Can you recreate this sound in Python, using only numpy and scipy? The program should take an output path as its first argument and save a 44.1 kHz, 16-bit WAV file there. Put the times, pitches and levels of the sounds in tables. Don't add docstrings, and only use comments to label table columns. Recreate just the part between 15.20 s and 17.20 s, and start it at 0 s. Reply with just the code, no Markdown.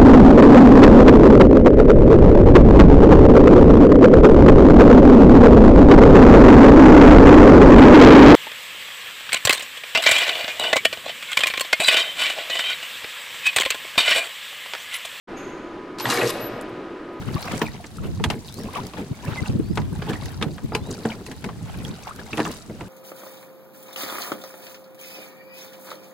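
import sys
import numpy as np
from scipy import signal
from scipy.fft import rfft, irfft
from scipy.io import wavfile

SR = 44100
rng = np.random.default_rng(int(sys.argv[2]) if len(sys.argv) > 2 else 0)


def bounce(signal):
    frames = np.transpose(np.atleast_2d(signal))
    limited = np.clip(frames, -1, 1)
    pcm = np.round(limited * 32767).astype(np.int16)
    wavfile.write(sys.argv[1], SR, pcm)


N = 88200
T = np.arange(N) / SR

# f/Hz, relative level/dB, t60/s
STEEL_MODES = [(865, -8, .1), (1090, -10, .15), (1185, -12, .3), (1430, -6, .035), (1700, -4, .03),
               (1927, 1, .04), (2190, -5, .11), (2550, -8, .08), (2778, -8, .045), (3521, -6, .035),
               (3960, -9, .05), (4850, -6, .03), (5650, -5, .03), (6390, -5, .04), (7450, -4, .03),
               (8350, -2, .03)]
# f/Hz, relative level/dB, t60/s
FRAME_MODES = [(124, 1, .08), (260, -8, .15), (288, -14, .2), (370, -9, .15), (441, -8, .15),
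               (479, -5, .16), (540, -9, .15), (609, -12, .2), (738, -11, .2)]
# f/Hz, left-right correlation
PRESS_CORRELATION = [(350, .98), (1400, .94), (3000, .9), (6500, .78), (8500, .52), (10500, .55),
                     (12000, .85)]
# f/Hz, level/dB
FLAT = [(1, 0), (SR, 0)]


def knocks():
    # t/s, level/dB, lower f/Hz, upper f/Hz, chatter t60/s, relative chatter level/dB
    impacts = [(0.7859, -33.5, 2200, 6900, 0.046, 13), (0.7984, -33, 2410, 5960, 0.089, 18.5),
               (0.8036, -11.5, 813, 1113, 0.067, -9), (0.8548, -8.5, 1160, 2050, 0.018, -14),
               (0.855, -6.5, 2700, 3800, .01, -22), (0.857, -12.5, 594, 1100, 0.14, 0.5),
               (0.8905, -24, 1296, 7160, 0.12, -4), (0.899, -12.5, 3560, 8300, 0.17, 0.5),
               (0.9040, -8.5, 1190, 4930, 0.06, -8), (0.9236, -12, 905, 2210, 0.06, -6),
               (0.9373, -18.5, 7950, 13200, 0.17, -0.5), (0.9742, -7.5, 2580, 7700, 0.026, -11),
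               (1.0140, -12, 1850, 2920, 0.03, -3), (1.03, -20, 4000, 9000, 0.043, 0),
               (1.0754, -10, 3500, 8400, 0.021, -7), (1.0935, -10.5, 3250, 7760, 0.037, -4),
               (1.1032, -9, 2160, 5660, 0.018, -19), (1.102, -12, 9700, 12200, 0.036, -2)]
    blows, chatters, grains = 0, 0, chatter()
    for start, db, low_hz, high_hz, t60, chatter_db in impacts:
        click = np.zeros(N)
        click[int(start * SR)] = 3
        gain = from_db(db) * np.sqrt(4000 / max(high_hz - low_hz, 300))
        blows += gain * band(band(click, low_hz, high_hz), low_hz, high_hz)
        chatters += gain * from_db(chatter_db) * .5 * band(grains * decay(start, t60), low_hz, high_hz)
    return blows + chatters + from_db(-31) * resonate(blows, STEEL_MODES)


def clanks(attack_s=.00095):
    # t/s, f/Hz, level/dB, t60/s
    strikes = [(0.8555, 1930, -15, 0.026), (0.890, 806, -16.5, 0.032), (0.902, 2800, -23.5, 0.099),
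               (0.973, 2236, -18, 0.047), (0.982, 1737, -18, 0.03), (1.0133, 2558, -17, 0.045),
               (1.0155, 1936, -20, 0.067)]
    return sum(from_db(db) * decay(start, t60) * ramp(start, attack_s)
               * np.sin(2 * np.pi * hz * (T - start)) for start, hz, db, t60 in strikes)


def rattle():
    # t/s, bass level/dB, middle level/dB, treble level/dB
    travel = [(0.784, -45, -39, -44), (0.808, -58, -34, -38.5), (0.85, -28, -41, -41.5),
              (0.86, -36, -31, -35.5), (0.884, -40.5, -33, -33), (0.909, -31, -25.5, -27),
              (0.945, -36, -27.5, -29), (0.985, -27, -27.5, -33.5), (1.035, -23.5, -28, -36),
              (1.065, -28.5, -32, -33), (1.077, -40, -41.5, -30), (1.107, -36, -32.5, -29.5),
              (1.125, -50, -62, -86)]
    # f/Hz, relative spectral level/dB
    bass_spectrum = [(60, -51), (170, -4), (250, -0.5), (380, 3.5), (480, 5.5), (700, -4.5), (1100, -48),
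                     (3000, -60)]
    middle_spectrum = [(300, -42), (700, 3.5), (1200, 7), (1600, 4.5), (2300, 1.5), (3100, -4), (5000, -17),
                       (13000, -64)]
    treble_spectrum = [(1500, -13), (3000, 5), (4200, 9), (6000, 1), (8200, 1.5), (10200, -5.5), (12000, 2),
                       (14000, -15)]
    times, bass_db, middle_db, treble_db = np.transpose(travel)
    bass, middle, treble = contacts(), clatter(700, 3200, count=14), clatter(3000, 13000, count=30)
    bass = contour(times, bass_db) * coloured(bass, bass_spectrum, PRESS_CORRELATION)
    middle = contour(times, middle_db) * coloured(middle, middle_spectrum, PRESS_CORRELATION)
    treble = contour(times, treble_db) * coloured(treble, treble_spectrum, PRESS_CORRELATION)
    frame = from_db(-54.5) * resonate(bass, FRAME_MODES)
    steel = from_db(-49) * resonate(middle + treble, STEEL_MODES)
    return bass + middle + treble + frame + steel


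def clatter(low_hz, high_hz, count, clinks_per_s=70, t60=.03, clink_weight=.55):
    span_hz = high_hz - low_hz
    pitches = np.linspace(low_hz, high_hz, count) + rng.uniform(-.53, .47, count) * span_hz / count
    clinks = 0
    for hz in pitches:
        hits = (rng.random((2, N)) < clinks_per_s / SR) * rng.standard_normal((2, N))
        clinks += resonate(hits, [(hz, 0, t60)])
    clink_power = clink_weight * span_hz / (SR / 2)
    return np.sqrt(clink_power) * unit_rms(clinks) + np.sqrt(1 - clink_weight) * unit_rms(contacts())


def contacts(per_s=2600, spread_db=3.2):
    hits = (rng.random((2, N)) < per_s / SR) * rng.choice([-1, 1], (2, N))
    return hits * from_db(spread_db * np.minimum(rng.exponential(1, (2, N)), 4))


def chatter():
    return coloured(contacts(), FLAT, PRESS_CORRELATION)


def judder(jolts_per_s=123, jitter=.03, low_hz=64.6):
    # start t/s, duration/s, drive level/dB, upper f/Hz
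    trains = [(0.855, .03, -30.5, 210), (0.941, .025, -37.5, 300), (1.021, .043, -30, 493),
              (1.215, .025, -40.5, 220), (1.315, .025, -41.5, 220), (1.505, .025, -42, 220)]
    force = 0
    for start, length, db, high_hz in trains:
        beats = np.arange(int(length * jolts_per_s) + 1)
        times = start + (beats + jitter * rng.standard_normal(len(beats))) / jolts_per_s
        jolts = np.zeros(N)
        jolts[(times * SR).astype(int)] = from_db(db)
        force += band(jolts, low_hz, high_hz)
    return resonate(force, FRAME_MODES)


def groans(edge_s=.008):
    # start t/s, end t/s, f/Hz, level/dB
    notes = [(0.856, 0.933, 254.8, -33), (0.917, 1.01, 475.7, -30.5), (0.935, 1.027, 740.4, -35.5),
             (0.977, 1.016, 377, -25.5), (1.012, 1.047, 613, -30.5), (1.026, 1.076, 476, -23.5)]
    return sum(from_db(db) * held(start, end - edge_s / 2, edge_s, edge_s)
               * wavering(hz, depth=.33, half_width_hz=45) for start, end, hz, db in notes)


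def drive_rumble():
    # t/s, level/dB
    levels = [(1.08, -52), (1.16, -33.5), (1.3, -38), (1.419, -36), (1.48, -54), (1.7, -58), (2.0, -45.5)]
    # f/Hz, relative spectral level/dB
    spectrum = [(150, -15), (250, 3), (450, -14), (570, 4), (750, -6.5), (950, -12.5), (1700, -10),
                (4000, -43)]
    return contour(*np.transpose(levels)) * coloured(contacts(), spectrum)


def whistle(hz=11941):
    # start t/s, end t/s, level/dB
    spells = [(0.803, 0.842, -35.5), (1.197, 1.276, -39.5), (1.265, 1.38, -67)]
    envelope = sum(from_db(db) * held(start, end, attack_s=.026, release_s=.016)
                   for start, end, db in spells)
    return envelope * wavering(hz, depth=.38, half_width_hz=180)


def wire_ticks(low_hz=5440):
    # t/s, level before the filter/dB, t60/s
    touches = [(1.4122, -33.5, 0.019), (1.4215, -45, .025), (1.4884, -59, 0.14), (1.928, -60, .14)]
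    grains = chatter() * sum(from_db(db) * decay(start, t60) for start, db, t60 in touches)
    return signal.sosfilt(signal.butter(2, low_hz, "high", fs=SR, output="sos"), grains + 1e-18)


def reverberation(x, onset_s=.027):
    # f/Hz, level/dB, t60/s
    response = [(60, -26, 0.94), (128, -10, 1.1), (300, -8, 0.66), (620, -7.5, 3.6), (1460, -12.5, 1.1),
                (2960, -6, 1.4), (5860, -12, 0.8), (12000, -10, 0.47)]
    edges_hz, tail = np.geomspace(50, 15000, 13), 0
    noises = [stereo_noise(FLAT) for _ in range(2)]
    for k, (low, high) in enumerate(zip(edges_hz, edges_hz[1:])):
        centre_hz = np.sqrt(low * high)
        envelope = decay(0, at_hz(response, centre_hz, column=2)) * ramp(0, onset_s)
        envelope /= np.sqrt(np.sum(envelope ** 2))
        tail += from_db(at_hz(response, centre_hz)) * band(noises[k % 2], low, high) * envelope
    return signal.fftconvolve(x, tail, axes=1)[:, :N]


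def far_ring(start=.164, attack_s=.014):
    # centre f/Hz, bandwidth/Hz, level/dB, t60/s
    bands = [(2050, 1460, -43, 1.1), (6590, 120, -49.5, 0.98), (6360, 450, -53, 0.82),
             (11380, 170, -62, 0.54)]
    noise = stereo_noise(FLAT)
    rings = sum(from_db(db) * decay(start, t60) * narrowband(noise, hz, width / 2)
                for hz, width, db, t60 in bands)
    return rings * ramp(start, attack_s)


def shop_hum():
    # f/Hz, relative spectral level/dB
    spectrum = [(20, -14), (96, -20.5), (130, -12.5), (180, -11.5), (270, -5.5), (380, -5), (696, -14.5),
                (1020, -17.5), (1450, -17.5), (3260, -30), (4900, -38.5), (7160, -47), (13000, -60)]
    # t/s, level/dB
    levels = [(0.1, -34.5), (0.7, -38), (1.4, -35), (2.0, -39)]
    # f/Hz, level/dB
    motors = [(996, -50), (1246, -49.5)]
    drone = from_db(np.interp(T, *np.transpose(levels))) * stereo_noise(spectrum)
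    throb = from_db(-40) * narrowband(rng.standard_normal(N), hz=338.3, half_width_hz=38.8)
    tones = sum(from_db(db) * wavering(hz, depth=.28, half_width_hz=9.5) for hz, db in motors)
    return drone + throb + tones


def placed(x):
    # f/Hz, left minus right level/dB
    balance = [(120, 0), (800, .6), (1100, 1.5), (1700, .8), (2400, 2.4), (3900, 2.8), (5000, 1), (9000, 0)]
    tilt_db = at_hz(balance, np.arange(N + 1) * SR / (2 * N))
    return irfft(rfft(x, 2 * N) * from_db(tilt_db * [[.5], [-.5]]))[:, :N]


def coloured(x, spectrum, correlation=None, mono_below_hz=230):
    # f/Hz, left-right correlation
    background_correlation = [(350, 1), (700, 0.94), (1400, 0.9), (3000, 0.88), (6500, 0.69), (8300, 0.98),
                              (10000, 1), (12000, 1)]
    hz = np.arange(N // 2 + 1) * SR / N
    mid, side = rfft(x) * from_db(at_hz(spectrum, hz))
    alike = np.where(hz < mono_below_hz, 1, at_hz(correlation or background_correlation, hz))
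    return unit_rms(irfft(np.sqrt(1 + alike) * mid + np.sqrt(1 - alike) * side * [[1], [-1]], N))


def stereo_noise(spectrum):
    return coloured(rng.standard_normal((2, N)), spectrum)


def resonate(x, modes):
    out = 0
    for hz, db, t60 in modes:
        radius, angle = from_db(-60 / (t60 * SR)), 2 * np.pi * hz / SR
        feedback = [1, -2 * radius * np.cos(angle), radius ** 2]
        out += from_db(db) * signal.lfilter([np.sin(angle)], feedback, x + 1e-18)
    return out


def wavering(hz, depth, half_width_hz):
    blur = narrowband(rng.standard_normal(N), hz, half_width_hz)
    return np.sqrt(2) * np.sin(2 * np.pi * (hz * T + rng.random())) + depth * blur


def narrowband(x, hz, half_width_hz):
    return unit_rms(band(x, hz - half_width_hz, hz + half_width_hz))


def band(x, low_hz, high_hz):
    return signal.sosfilt(signal.butter(2, [low_hz, high_hz], "band", fs=SR, output="sos"), x + 1e-18)


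def decay(start, t60):
    return (T >= start) * np.exp(-np.log(1000) * np.maximum(T - start, 0) / t60)


def ramp(start, rise_s):
    return np.clip((T - start) / rise_s, 0, 1)


def held(start, end, attack_s, release_s):
    return np.minimum(ramp(start, attack_s), 1 - ramp(end, release_s))


def contour(times, db):
    return from_db(np.interp(T, times, db)) * (T > times[0])


def at_hz(rows, hz, column=1):
    rows = np.array(rows)
    return np.interp(np.log(np.maximum(hz, 1)), np.log(rows[:, 0]), rows[:, column])


def from_db(db):
    return 10 ** (np.asarray(db) / 20)


def unit_rms(x):
    return x / np.sqrt(np.mean(x ** 2) + 1e-20)


def scene():
    press = knocks() + clanks() + rattle() + judder() + groans()
    press_in_room = placed(press + reverberation(press) + drive_rumble())
    return press_in_room + whistle() + wire_ticks() + far_ring() + shop_hum()


def record(dry, cutoff_hz=13000):
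    low_pass = signal.ellip(12, .1, 80, cutoff_hz, fs=SR, output="sos")
    return signal.sosfilt(low_pass, dry * ramp(start=.073, rise_s=.018))


dry = scene()
out = record(dry)
bounce(out)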